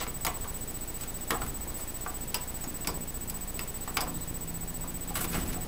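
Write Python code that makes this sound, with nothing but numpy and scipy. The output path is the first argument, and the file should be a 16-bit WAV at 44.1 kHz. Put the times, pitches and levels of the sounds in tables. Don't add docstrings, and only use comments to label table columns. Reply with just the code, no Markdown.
import sys
import numpy as np
from scipy import signal
from scipy.fft import rfft, irfft
from scipy.io import wavfile
from scipy.ndimage import uniform_filter1d

SR = 44100
rng = np.random.default_rng(int(sys.argv[2]) if len(sys.argv) > 2 else 0)


def to_linear_factor(level_db):
    exponent = np.asarray(level_db, float) / 20
    return 10 ** exponent


def to_wav(sig):
    pcm = np.clip(np.atleast_2d(sig), -1, 1) * 32767
    pcm = np.round(pcm).astype(np.int16)
    wavfile.write(sys.argv[1], SR, pcm.T)


N = 250223
TIME = np.arange(N) / SR


def band(x, lo_hz, hi_hz, order=2):
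    return signal.sosfilt(signal.butter(order, [lo_hz, min(hi_hz, SR / 2.2)], "bandpass", fs=SR, output="sos"), x)


def unit(x):
    return x / np.sqrt(np.mean(x ** 2))


def loud(x):
    return x / np.sqrt(uniform_filter1d(x ** 2, 220).max())


def walk(rate):
    k = int(SR / rate)
    steps = np.repeat(rng.standard_normal(N // k + 1), k)
    return 1.363 * uniform_filter1d(uniform_filter1d(steps, k), k)[:N]


def hold(start_s, length_s, attack_s, release_s, sag_db):
    corners = np.cumsum([start_s - attack_s, attack_s, length_s, release_s])
    db = np.interp(TIME, corners, [-25, 0, sag_db, sag_db - 25])
    return to_linear_factor(db) * (db > min(sag_db, 0) - 25) * (TIME > start_s - attack_s)


def near_pitch(modes, hz, db_per_octave):
    return [(f, db - db_per_octave * abs(np.log2(f / hz)), t60) for f, db, t60 in modes]


def ring(modes, push, luck, scatter_db=1.5):
    t = np.arange(len(push)) / SR
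    body = sum(to_linear_factor(db + scatter_db * g) * np.sin(2 * np.pi * hz * t) * 1000. ** (-t / t60)
               for (hz, db, t60), g in zip(modes, luck))
    return loud(signal.fftconvolve(body, push)[:len(push)])


def blows(table, sound):
    size = 8192
    t = np.arange(size) / SR
    out = np.zeros(N + size)
    for s, *row in table:
        i = int(s * SR)
        noise, luck = rng.standard_normal((3, size)), rng.standard_normal(12)
        out[i:i + size] += sound(t, noise, luck, *row)
    return out[:N]


# f/Hz, level/dB, t60/s
TRAY_MODES = [(4680, -6, .05), (4800, -4, .05), (4877, -1, .07), (4990, -2, .055), (5110, -3, .055),
              (5240, -4, .05), (5356, -2, .055), (5459, 0, .065), (5600, -4, .045), (6100, -4, .03),
              (6780, -3, .03), (6900, -4, .025)]


def click(t, noise, luck, plug_db, plug_hz, crack_db, tray_db, tray_hz):
    chatter = noise[0] * abs(noise[0]) ** .5 * (np.exp(-t / 0.0035) + 0.18 * np.exp(-t / 0.011))
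    parts = noise[1] * (np.exp(-t / 0.0051) + 0.32 * np.exp(-t / 0.021))
    tray_push = noise[2] * (np.exp(-t / .003) + .3 * np.exp(-t / .018))
    plug_modes = [(plug_hz, 0, .014), (1.07 * plug_hz, -4, .012), (1.35 * plug_hz, -8, .008)]
    plug = ring(plug_modes, chatter, luck) + 0.97 * loud(band(parts, 1160, 4200))
    tray = ring(near_pitch(TRAY_MODES, tray_hz, 58), tray_push, luck) + 0.4 * loud(band(parts, 4000, 7000))
    crack = loud(band(chatter, 7500, 16500))
    return to_linear_factor(crack_db + 3) * crack + to_linear_factor(plug_db - 7.5) * loud(plug) + to_linear_factor(tray_db - 3.5) * loud(tray)


# t/s, plug level/dB, plug f/Hz, latch crack level/dB, tray ring level/dB
SEATINGS = [(0.0118, -33, 2770, -56, -57), (0.023, -46, 2630, -40, -58), (0.0661, -34, 2290, -55, -54),
            (0.2484, -25, 3880, -28.5, -29.5), (1.0102, -44, 3200, -48, -45), (1.306, -18, 1860, -28, -43),
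            (1.3171, -33, 1700, -43, -51), (1.418, -31.5, 2100, -43, -53), (1.464, -36.5, 1710, -42, -53),
            (2.3434, -21, 2810, -27, -27), (2.8459, -31, 2630, -51, -46),
            (2.872, -23.5, 2230, -29.5, -26.5), (3.2975, -37.5, 4130, -33, -43),
            (3.5921, -23.5, 2500, -37.5, -38), (3.878, -35, 1730, -56, -57),
            (3.9696, -16, 2190, -31, -28.5), (4.0065, -32, 2570, -35, -27.5),
            (4.0134, -31, 2290, -33.5, -33), (5.243, -27.5, 2350, -38, -53), (5.322, -39, 2560, -44, -47),
            (5.4613, -40, 4380, -53, -44)]
GRAZES = [(0.2654, -21.5, 2070, -30, -29.5), (0.2744, -30, 2980, -50, -53), (0.4436, -35, 1640, -50, -53),
          (0.71, -49, 2230, -42, -55), (1.035, -35, 2550, -49, -44), (2.0625, -39, 2170, -57, -57),
          (2.6398, -39, 2280, -48, -35), (5.1545, -26, 1740, -33, -48), (5.2122, -40, 1600, -34, -52)]
TRAY_MIDDLE_HZ, TRAY_RIM_HZ = 4930, 6850


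def plug_clicks():
    middle = [(*row, TRAY_MIDDLE_HZ) for row in SEATINGS]
    rim = [(*row, TRAY_RIM_HZ) for row in GRAZES]
    return blows(middle + rim, click)


# f/Hz, level/dB, t60/s
BOARD_MODES = [(740, -2, 0.13), (815, 5, 0.051), (886, -2.5, 0.072), (937, -8, 0.098), (999, 1, 0.14),
               (1069, 2.5, 0.1), (1117, 0, 0.084)]
# f/Hz, level/dB, t60/s
EDGE_MODES = [(1210, -6, 0.034), (1330, -1, 0.029), (1405, -5, 0.04), (1460, -3, 0.084)]


def knock(t, noise, luck, db, hz, contact_ms, thud_db, edge_db):
    swell = 1 - np.exp(-t * 1000 / max(contact_ms, .2))
    bounce = swell * (np.exp(-t / 0.0046) + 0.26 * np.exp(-t / 0.017))
    edge_push = noise[1] * (np.exp(-t / .0015) + .15 * np.exp(-t / .012))
    board = ring(near_pitch(BOARD_MODES, hz, 26), noise[0] * bounce, luck)
    body = loud(board + .5 * loud(band(noise[1] * bounce, 740, 1240)))
    edge = ring(EDGE_MODES, edge_push, luck)
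    thud = loud(band(noise[2] * bounce ** 0.6, 232, 550))
    return to_linear_factor(db - 6.5) * body + to_linear_factor(edge_db - 4.5) * edge + to_linear_factor(thud_db - 5) * thud


# t/s, level/dB, strongest f/Hz, low thud level/dB
FLAT_KNOCKS = [(0.011, -30.5, 940, -40), (0.065, -40, 1010, -37.5), (0.249, -26.5, 790, -44),
               (0.266, -24, 940, -37), (0.277, -36, 991, -33), (0.365, -37, 996, -47),
               (0.443, -43, 921, -47), (0.453, -35, 970, -46), (1.034, -45, 1150, -50),
               (1.328, -28, 1020, -31), (2.344, -30, 1020, -49), (2.356, -35, 999, -34.5),
               (2.846, -39, 999, -40), (2.873, -31, 969, -36), (2.888, -30, 1040, -31.5),
               (2.974, -41, 1050, -47), (3.329, -43, 999, -58), (3.609, -41, 999, -43),
               (3.984, -26, 1040, -42), (4.005, -40, 1030, -40), (4.019, -28, 810, -37),
               (4.068, -32, 721, -44), (4.627, -43, 740, -53), (4.838, -36, 982, -51),
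               (5.102, -34, 790, -40), (5.244, -31, 990, -37), (5.341, -32, 719, -46),
               (5.54, -40, 740, -43), (5.559, -37.5, 740, -39), (1.665, -41.5, 1120, -44)]
# t/s, level/dB, strongest f/Hz, edge clack level/dB, low thud level/dB
EDGE_KNOCKS = [(1.304, -25, 1010, -42, -30), (1.317, -27, 1000, -31, -29), (1.35, -27, 764, -41, -44),
               (1.4172, -30, 719, -34, -39), (1.794, -47, 719, -40, -45), (2.062, -27.5, 740, -33.5, -45),
               (2.638, -39, 875, -46, -50), (3.592, -35.5, 1000, -39, -55), (3.877, -34, 794, -30.5, -42),
               (3.969, -24.5, 990, -32, -39), (5.157, -34, 1180, -31, -41), (5.21, -33, 848, -33, -51),
               (5.369, -37, 1040, -40, -43)]
FLAT_CONTACT_MS, FLAT_EDGE_DB = 2.6, -12
EDGE_CONTACT_MS = 0.37


def board_knocks():
    flat = [(s, db, hz, FLAT_CONTACT_MS, thud_db, db + FLAT_EDGE_DB) for s, db, hz, thud_db in FLAT_KNOCKS]
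    edge = [(s, db, hz, EDGE_CONTACT_MS, thud_db, edge_db) for s, db, hz, edge_db, thud_db in EDGE_KNOCKS]
    return blows(flat + edge, knock)


# t/s, length/s, wires level/dB, plug and board level/dB
RUSTLES = [(0.005, 0.037, -53, -38), (1.0, 0.037, -46, -54), (1.32, 0.032, -40.5, -43),
           (1.436, 0.048, -47, -48.5), (1.775, 0.036, -41.5, -50), (2.637, .015, -52, -53),
           (5.089, 0.028, -56, -45), (5.159, 0.037, -32, -35), (5.21, 0.043, -33, -41.5),
           (5.289, 0.033, -39, -46.5), (5.331, 0.073, -38, -39), (5.414, .025, -51, -47),
           (5.454, 0.065, -44, -45.5), (5.532, 0.014, -42, -42), (5.61, 0.04, -54, -55)]
DRAG_ATTACK_S, DRAG_RELEASE_S, DRAG_SAG_DB, DRAG_PLUG_DB = 0.013, 0.021, -2, -3.5


def rustle():
    gains = 0
    for s, length, wire_db, db in RUSTLES:
        drag = hold(s, length, DRAG_ATTACK_S, DRAG_RELEASE_S, DRAG_SAG_DB)
        gains = gains + drag * to_linear_factor(np.array([[wire_db], [db + DRAG_PLUG_DB], [db]]))
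    patches_db = np.array([1.1 * walk(90), 3.6 * walk(70), 4.5 * walk(50)]) + 0.94 * walk(160)
    slips_db = 1.9 * rng.exponential(size=(3, N))
    slips = rng.standard_normal((3, N)) * to_linear_factor(slips_db + patches_db)
    bands_hz = [(7600, 14800), (2300, 6200), (400, 2500)]
    return sum(g * to_linear_factor(-3.5) * unit(band(x, *hz)) for g, x, hz in zip(gains, slips, bands_hz))


# t/s, length/s, f/Hz, level/dB, smear/Hz
SQUEAKS = [
    (0.487, 0.16, 10600, -60, 70),
    (3.8, .07, 3820, -64, 201),
    (4.137, .11, 4020, -60, 228),
]
SQUEAK_FADE_S, SQUEAK_ARCH = .02, .05


def squeaks():
    out = 0
    for s, length, hz, db, smear_hz in SQUEAKS:
        arch = 1 - SQUEAK_ARCH * np.clip(2 * (TIME - s) / length - 1, -2, 2) ** 2
        gain = hold(s, length, SQUEAK_FADE_S, SQUEAK_FADE_S, 0) * to_linear_factor(db + 3 + 3 * walk(150))
        out = out + gain * np.sin(2 * np.pi * np.cumsum(hz * arch + smear_hz * walk(400)) / SR)
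    return out


# t/s, level/dB, swell/s
PUSHES = [(0.38, -39.5, 0.03), (1.27, -37.5, 0.15), (2.34, -49, .05), (2.64, -42, 0.021),
          (2.86, -36, 0.046), (3.52, -39, .06), (4.1, -46, 0.07), (5.13, -40, 0.035), (5.3, -40, 0.055)]
SHAKE_DB, SHAKE_SWELL_DB = -44, 2.5
LIFT_S, LIFT_RISE_S, LIFT_DB = 5.2, 0.18, -38.5


def shake():
    sway = 0
    for s, db, swell_s in PUSHES:
        u = np.maximum(TIME - s, 0) / swell_s
        sway = sway + (to_linear_factor(db) * u * np.exp(1 - u)) ** 2
    lean = (to_linear_factor(LIFT_DB) * np.clip((TIME - LIFT_S) / LIFT_RISE_S, 0, 1)) ** 2

    def rumble(lo_hz, hi_hz, lean_db):
        power = to_linear_factor(SHAKE_DB) ** 2 + sway + lean * to_linear_factor(lean_db) ** 2
        level = np.sqrt(power) * to_linear_factor(SHAKE_SWELL_DB * walk(5.97))
        return to_linear_factor(-5.5) * level * unit(band(rng.standard_normal(N), lo_hz, hi_hz))

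    return rumble(22.3, 59.0, lean_db=6.5) + rumble(72.5, 276, lean_db=0.5)


# t/s, level/dB
ENGINE = [(3.8, -57), (4.0, -46.5), (4.08, -43), (4.3, -47.5), (4.58, -44), (4.9, -48), (5.05, -45),
          (5.15, -41.5), (5.67, -44)]
# multiple of the drone, level/dB
ENGINE_ORDERS = [(1, 0), (7 / 6, -11), (9 / 6, -9), (10 / 6, -14), (11 / 6, -14), (2, -14)]
ENGINE_HZ, ENGINE_RISE_HZ_PER_S = 163.1, 4.5


def engine():
    s, db = np.transpose(ENGINE)
    gate = uniform_filter1d(1. * ((TIME > s[0]) & (TIME < s[-1])), 600) + to_linear_factor(-99)
    hz = ENGINE_HZ + ENGINE_RISE_HZ_PER_S * (TIME - s[0])
    phase = 2 * np.pi * np.cumsum(hz * (1 + 0.011 * walk(12))) / SR
    drone = sum(to_linear_factor(order_db + 1.6 * walk(9)) * np.sin(k * phase) for k, order_db in ENGINE_ORDERS)
    return gate * to_linear_factor(np.interp(TIME, s, db) + 1.5) * drone


# f/Hz, level/dB per Hz
ROOM = [(53, -38), (90, -4), (114, -2), (603, -10.5), (872, -10), (1340, -13.5), (1700, -15), (1820, -13.5),
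        (2460, -16.5), (6370, -20), (8080, -19), (10500, -19), (15800, -22)]
ROOM_DB = -46


def room_tone():
    hz, db = np.transpose(ROOM)
    f = np.maximum(np.arange(N // 2 + 1) * SR / N, 1)
    colour = to_linear_factor(np.interp(np.log(f), np.log(hz), db))
    hiss = irfft(rfft(rng.standard_normal(N)) * colour, N)
    return to_linear_factor(ROOM_DB + 0.44 * walk(3.18)) * unit(hiss)


# t/s into the frame, size
SUPPLY_STEPS = [(.0089, .021), (.0414, -.023), (.0496, .009)]
# f/Hz, t/s into the frame, level on/dB, level idle/dB
WHINES = [(8000, .0094, -37.5, -69), (14999.99, .0090, -38.6, -57)]
FRAME_HZ, READOUT_END_S = 15.001, .0413
MAINS_HZ, MAINS_START, MAINS_S, MAINS_DIP = 59.83, .964, .00078, .014


def camera_leak():
    into = TIME * FRAME_HZ % 1 / FRAME_HZ
    load = sum(size * (into > s) for s, size in SUPPLY_STEPS)
    load = load - sum(size for s, size in SUPPLY_STEPS) * into * FRAME_HZ
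    load = load - MAINS_DIP * ((TIME * MAINS_HZ - MAINS_START) % 1 < MAINS_S * MAINS_HZ)
    sag = np.exp(-1 / (SR * .024))
    out = signal.lfilter([1, -1], [1, -sag], uniform_filter1d(load - load.mean(), size=13))
    for (hz, start, on_db, idle_db), ripple_db in zip(WHINES, [.2, .9]):
        on = uniform_filter1d(1. * ((into > start) & (into < READOUT_END_S)), size=9)
        pattern = np.interp(into, np.arange(80) / 1000, rng.standard_normal(80))
        gain = to_linear_factor(on_db + ripple_db * pattern) * on + to_linear_factor(idle_db) * (1 - on)
        out = out + gain * np.sin(2 * np.pi * hz * TIME)
    return out


ROOM_T60_S, ROOM_WET_DB = 0.27, -12.5


def room_tail(near):
    t = np.arange(20000) / SR
    tail = band(rng.standard_normal(len(t)), 300, 2600, order=1) * 1000. ** (-t / ROOM_T60_S) * (t > .004)
    return to_linear_factor(ROOM_WET_DB) * signal.fftconvolve(near, tail / np.sqrt(np.sum(tail ** 2)))[:N]


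def scene():
    near = plug_clicks() + board_knocks() + rustle()
    return (near + room_tail(near) + squeaks() + shake() + engine() + room_tone())[None]


def band_limit(x):
    return signal.sosfilt(signal.butter(12, 17000, fs=SR, output="sos"), x)


def record(dry):
    x = np.tanh(2.5 * dry) / 2.5 + camera_leak()
    low = signal.sosfilt(signal.ellip(12, .1, 70, 15730, fs=SR, output="sos"), x)
    top = signal.sosfilt(signal.ellip(6, .1, 70, [15800, 16600], "bandpass", fs=SR, output="sos"), x)
    attack = uniform_filter1d(1. * (uniform_filter1d(top ** 2, 256) > to_linear_factor(-45) ** 2), 256)
    return band_limit(low + to_linear_factor(-18) * attack * top)


dry = scene()
out = record(dry)
to_wav(out)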